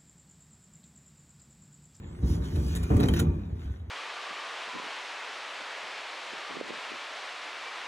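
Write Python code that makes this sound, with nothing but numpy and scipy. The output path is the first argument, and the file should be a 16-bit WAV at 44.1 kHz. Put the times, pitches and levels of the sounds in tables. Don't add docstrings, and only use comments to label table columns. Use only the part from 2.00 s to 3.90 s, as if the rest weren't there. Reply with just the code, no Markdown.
import sys
import numpy as np
from scipy import signal
from scipy.fft import rfft, irfft
from scipy.io import wavfile
from scipy.ndimage import map_coordinates

SR = 44100
rng = np.random.default_rng(int(sys.argv[2]) if len(sys.argv) > 2 else 0)


def dump(signal):
    limited = np.clip(np.atleast_2d(signal).T, -1, 1)
    pcm = np.round(limited * 32767).astype(np.int16)
    wavfile.write(sys.argv[1], SR, pcm)


N = 83790
T = np.arange(N) / SR

# (frequency [Hz], relative level [dB])
RUMBLE_SPECTRUM = [(20, -5), (55, -2), (85, 13), (125, -8.5), (300, -14.5), (600, -25.5), (2000, -36),
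                   (16000, -76)]
# (time [s], frequency [Hz], level [dB])
WHISTLE_GLIDE = [(0, 7500, -77), (.07, 7200, -66), (.21, 8500, -70), (.33, 8900, -110)]

# (frequency [Hz], relative level [dB], T60 [s])
PANEL_MODES = [(66, 3, .22), (86, 1, .14), (108, -5, .16), (135, -7, .2), (164, -7, .24), (195, -10, .24),
               (235, -17, .2), (278, -13.5, .3), (345, -15.5, .28), (416, -22, .3), (575, -31, .4),
               (921, -30, .35), (1164, -32, .3)]
# (frequency [Hz], relative level [dB])
SLAT_SPECTRUM = [(30, -14), (70, 6), (170, 4), (330, -3.5), (450, -8.5), (560, -18), (950, -22),
                 (1500, -30.5), (8000, -66.5)]
# (frequency [Hz], relative level [dB])
BARK_SPECTRUM = [(300, 0), (850, 0.5), (4000, -38.5)]
# (time [s], level [dB])
JUDDER_FORCE = [(0, -42.5), (.2, -41), (.24, -33.5), (.39, -28), (.46, -33.5), (.58, -28.5), (.88, -33),
                (.93, -20.5), (1.03, -24), (1.12, -24), (1.27, -26.5), (1.42, -34.5), (1.9, -54)]
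# (time [s], boom level [dB], clack level [dB])
FLOOR_IMPACTS = [(.224, 10.5, -3), (.241, 6, -8), (.291, 8.5, -11), (.397, 3, -11), (.566, 7.5, -6),
                 (.745, -1.5, -6), (.901, 7, 9), (.917, -1, 7), (.935, 13.5, 5), (.962, 7.5, 6),
                 (0.993, 7, 6.5), (1.007, 6, 8), (1.035, 8.5, 8.5), (1.086, 9, 3.5), (1.206, 1.5, 4),
                 (1.275, 2.5, -10.5), (1.51, 1.5, -22), (1.64, -2, -26), (1.685, -2.5, -20)]

# (time [s], hiss level [dB], rasp level [dB])
FRICTION_LEVELS = [(0, -78, -58), (.21, -67.5, -63), (.28, -50.5, -55.5), (.35, -52, -54), (.4, -64, -63),
                   (.45, -54.5, -51), (.52, -57.5, -59), (.67, -51.5, -56.5), (.76, -53.5, -49.5),
                   (.81, -57.5, -51.5), (.94, -56, -55.5), (1.02, -52, -45.5), (1.11, -54, -56),
                   (1.18, -48, -40.5), (1.27, -69, -58.5), (1.54, -74.5, -65.5), (1.63, -64.5, -56),
                   (1.85, -78, -67)]
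# (frequency [Hz], relative level [dB])
HISS_SPECTRUM = [(1500, -12.5), (3000, 5.5), (4500, 6.5), (6500, 5.5), (9000, 0.5), (11500, -3.5),
                 (16000, -4.5)]
# (frequency [Hz], relative level [dB])
RASP_SPECTRUM = [(250, -7.5), (550, 1), (1000, 7.5), (1800, 5.5), (2700, -5), (3800, 0), (6000, -27.5),
                 (14000, -31)]
FINE_GRAINS_PER_S, COARSE_GRAINS_PER_S = 9000, 900
# (frequency [Hz], T60 [s])
REFLECTION_DECAY = [(1500, 0.14), (15000, 0.094)]

# (time [s], duration [s], crunch level [dB], sizzle level [dB])
EDGE_CATCHES = [(.556, 0.014, -48, -54.5), (0.752, 0.023, -42, -43.5), (0.83, 0.013, -44.5, -49),
                (.968, 0.0032, -45, -44), (1.002, 0.0066, -37.5, -45), (1.031, 0.0084, -32.5, -51),
                (1.055, 0.0094, -44, -52.5), (1.085, 0.0034, -29, -40.5), (1.138, 0.0059, -32.5, -47.5),
                (1.164, 0.0045, -37.5, -49), (1.192, 0.0093, -36.5, -38.5), (1.197, 0.0058, -34, -33.5)]
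# (frequency [Hz], relative level [dB])
CRUNCH_SPECTRUM = [(300, 11.5), (700, 6), (1600, -0.5), (3500, -3.5), (5000, -5.5), (12000, -21)]
# (frequency [Hz], relative level [dB])
SIZZLE_SPECTRUM = [(2000, -8.5), (4500, 0.5), (7000, 4.5), (10000, 2.5), (12500, -4), (16000, -6)]
# (frequency [Hz], width [Hz], lift [dB])
EDGE_RESONANCES = [(1450, 130, 5.5), (1871, 190, 12.5), (3100, 250, 8), (3927, 420, 11.5)]
# (time [s], duration [s], frequency [Hz], level [dB])
EDGE_SQUEALS = [(1.084, 0.0081, 3174, -36.5), (1.169, 0.0081, 5940, -36.5), (1.19, 0.015, 1416, -32.5),
                (1.202, 0.0063, 6970, -42)]

# (frequency [Hz], coherence [0-1])
PORT_COHERENCE = [(100, 1), (200, 0.98), (380, 0.75), (650, 0.17), (1800, 0.37), (4500, 0.96),
                  (15000, 0.98)]
# (frequency [Hz], lead [rad])
PORT_PHASE = [(0, 0), (200, -.08), (400, -.5), (750, -2.4), (1600, -4.6), (3700, -4.4), (4600, -3.14),
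              (16000, 13.9)]


def amp(db):
    return 10 ** (np.asarray(db) / 20)


def unit(x):
    return x / np.sqrt(np.mean(x ** 2) + 1e-20)


def curve(table, column=1):
    table = np.array(table)
    return np.interp(T, table[:, 0], table[:, column])


def at_frequency(table, hz):
    table_hz, value = np.transpose(table)
    return np.interp(np.log(hz + 1), np.log(table_hz + 1), value)


def add(mix, start_s, sound):
    part = mix[..., round(start_s * SR):][..., :sound.shape[-1]]
    part += sound[..., :part.shape[-1]]


def ring(x, response):
    return signal.fftconvolve(np.atleast_2d(x), np.atleast_2d(response), axes=1)[:, :N]


def colour(x, spectrum, peaks=(), size=4096):
    hz = abs(np.fft.fftfreq(size, 1 / SR))
    peak_db = sum(lift / (1 + (2 * (hz - centre) / width) ** 2) for centre, width, lift in peaks)
    log_gain = np.log(amp(at_frequency(spectrum, hz) + peak_db))
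    taps = np.fft.ifft(np.exp(np.conj(signal.hilbert(log_gain)))).real[:size // 2]
    return ring(x, taps / np.linalg.norm(taps))


def fuzzy_tone(hz, width_hz):
    knots = np.cumsum(width_hz * np.ones(N)) / SR
    carrier = np.exp(2j * np.pi * np.cumsum(hz * np.ones(N)) / SR)
    noise = rng.standard_normal((2, N)) + 1j * rng.standard_normal((2, N))
    return unit(np.array([(np.interp(knots, np.arange(N), side) * carrier).real for side in noise]))


def rumble(level_db=-40.5):
    gain = amp(at_frequency(RUMBLE_SPECTRUM, np.fft.rfftfreq(N, 1 / SR)))
    return amp(level_db) * unit(irfft(rfft(rng.standard_normal((2, N))) * gain, N))


def whistle():
    return amp(curve(WHISTLE_GLIDE, column=2)) * fuzzy_tone(curve(WHISTLE_GLIDE), width_hz=900)


def grit(grains_per_s, spread_db=4):
    size = amp(spread_db * np.minimum(rng.exponential(1, (2, N)), 4))
    return unit(size * rng.choice([-1, 1], (2, N)) * (rng.random((2, N)) < grains_per_s / SR))


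def panel_response():
    modes = sum((-1) ** k * amp(db - 60 * T / t60) * np.sin(2 * np.pi * hz * T)
                for k, (hz, db, t60) in enumerate(PANEL_MODES))
    return modes / np.linalg.norm(modes)


def bend(x, spread_s=.0005, shifts_per_s=12):
    drift = rng.standard_normal(int(T[-1] * shifts_per_s) + 2)
    lag_s = spread_s * map_coordinates(drift, [T * shifts_per_s], order=3)
    return np.array([np.interp(T - lag_s, T, side) for side in x])


def judder(modes, slats_db=-5.5):
    force = grit(FINE_GRAINS_PER_S) * amp(curve(JUDDER_FORCE))
    return bend(ring(force, modes)) + amp(slats_db) * colour(force, SLAT_SPECTRUM)


def slide():
    hiss = grit(FINE_GRAINS_PER_S) * amp(curve(FRICTION_LEVELS, column=1))
    rasp = grit(COARSE_GRAINS_PER_S) * amp(curve(FRICTION_LEVELS, column=2))
    return colour(hiss, HISS_SPECTRUM) + colour(rasp, RASP_SPECTRUM)


def wander(x, spread_db=2.8, patch_hz=280, patch_s=.04):
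    hz, t, spectra = signal.stft(x, SR, nperseg=512)
    field = rng.standard_normal((int(hz[-1] / patch_hz) + 2, int(t[-1] / patch_s) + 2))
    patches = map_coordinates(field, np.meshgrid(hz / patch_hz, t / patch_s, indexing="ij"), order=3)
    return signal.istft(spectra * unit(amp(spread_db * patches)), SR, nperseg=512)[1][:, :N]


def reflections(x, gain_db=-6.5):
    hz, t, spectra = signal.stft(rng.standard_normal((2, SR // 2)), SR, nperseg=256)
    decay = amp(-60 * t / at_frequency(REFLECTION_DECAY, hz)[:, None])
    tail = signal.istft(spectra * decay, SR, nperseg=256)[1]
    return amp(gain_db) * ring(x, tail / np.linalg.norm(tail[0]))


def rattle(spectrum, t60_s, rise_s=.004):
    envelope = np.minimum(T / rise_s, 1) * amp(-60 * T / t60_s)
    tail = colour(rng.standard_normal((2, N)) * envelope, spectrum)
    return tail / np.linalg.norm(tail, axis=1, keepdims=True)


def knocks(modes, contact_s=.0011, bark_db=-14):
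    slats = rattle(SLAT_SPECTRUM, t60_s=.28)
    bark = amp(bark_db) * rattle(BARK_SPECTRUM, t60_s=.06)
    push = T * np.exp(-2 * T / contact_s)
    boom, clack = np.zeros((2, N))
    for start_s, boom_db, clack_db in FLOOR_IMPACTS:
        add(boom, start_s, amp(boom_db) * push / push.sum())
        add(clack, start_s, amp([clack_db]))
    hard_clack = clack ** 2 / clack.max()
    return ring(boom, modes) + ring(clack, slats) + ring(hard_clack, bark)


def chatter(slips_per_s=400, decay_per_gap=.27):
    slips = np.cumsum(rng.exponential(1, N) ** 3)
    slips *= slips_per_s * T[-1] / slips[-1]
    return unit(grit(FINE_GRAINS_PER_S) * np.exp(-(slips % 1) / decay_per_gap))


def catches(fall_s=.003):
    crunch, sizzle = np.zeros((2, 2, N))
    for start_s, duration_s, crunch_db, sizzle_db in EDGE_CATCHES:
        burst = np.exp(-np.maximum(T - duration_s, 0) / fall_s) * chatter()
        add(crunch, start_s, amp(crunch_db) * burst)
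        add(sizzle, start_s, amp(sizzle_db) * burst)
    return colour(crunch, CRUNCH_SPECTRUM, EDGE_RESONANCES) + colour(sizzle, SIZZLE_SPECTRUM, EDGE_RESONANCES)


def whine(peak_db=-56, peak_s=.98, spread_s=.35):
    swell = np.exp(-((T - peak_s) / spread_s) ** 2)
    return amp(peak_db) * swell * fuzzy_tone(hz=2430, width_hz=170)


def squeals():
    tones = np.zeros((2, N))
    offset_cycles = np.array([[0], [1 / 4]])
    for start_s, duration_s, hz, db in EDGE_SQUEALS:
        swell = np.sin(np.pi * np.minimum(T / duration_s, 1))
        add(tones, start_s, amp(db) * swell * np.sin(2 * np.pi * (hz * T + offset_cycles)))
    return tones


def ports(x):
    hz = np.fft.rfftfreq(2 * N, 1 / SR)
    left, other = rfft(x, 2 * N)
    coherence = np.clip(at_frequency(PORT_COHERENCE, hz), 0, 1)
    lead = np.interp(hz, *np.transpose(PORT_PHASE))
    right = (coherence * left + np.sqrt(1 - coherence ** 2) * other) * np.exp(-1j * lead)
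    return irfft(np.array([left, right]))[:, :N]


def scene():
    background = rumble() + whistle() + whine()
    modes = panel_response()
    panel = judder(modes) + knocks(modes)
    scrape = wander(slide() + catches()) + squeals()
    return ports(background + panel + scrape + reflections(scrape))


def record(dry, low_cut_hz=38, high_cut_hz=15780):
    high_pass = signal.butter(5, low_cut_hz, "high", fs=SR, output="sos")
    low_pass = signal.firwin(511, high_cut_hz, window=("kaiser", 9), fs=SR)
    return signal.oaconvolve(signal.sosfilt(high_pass, dry), low_pass[None], "same")


dry = scene()
out = record(dry)
dump(out)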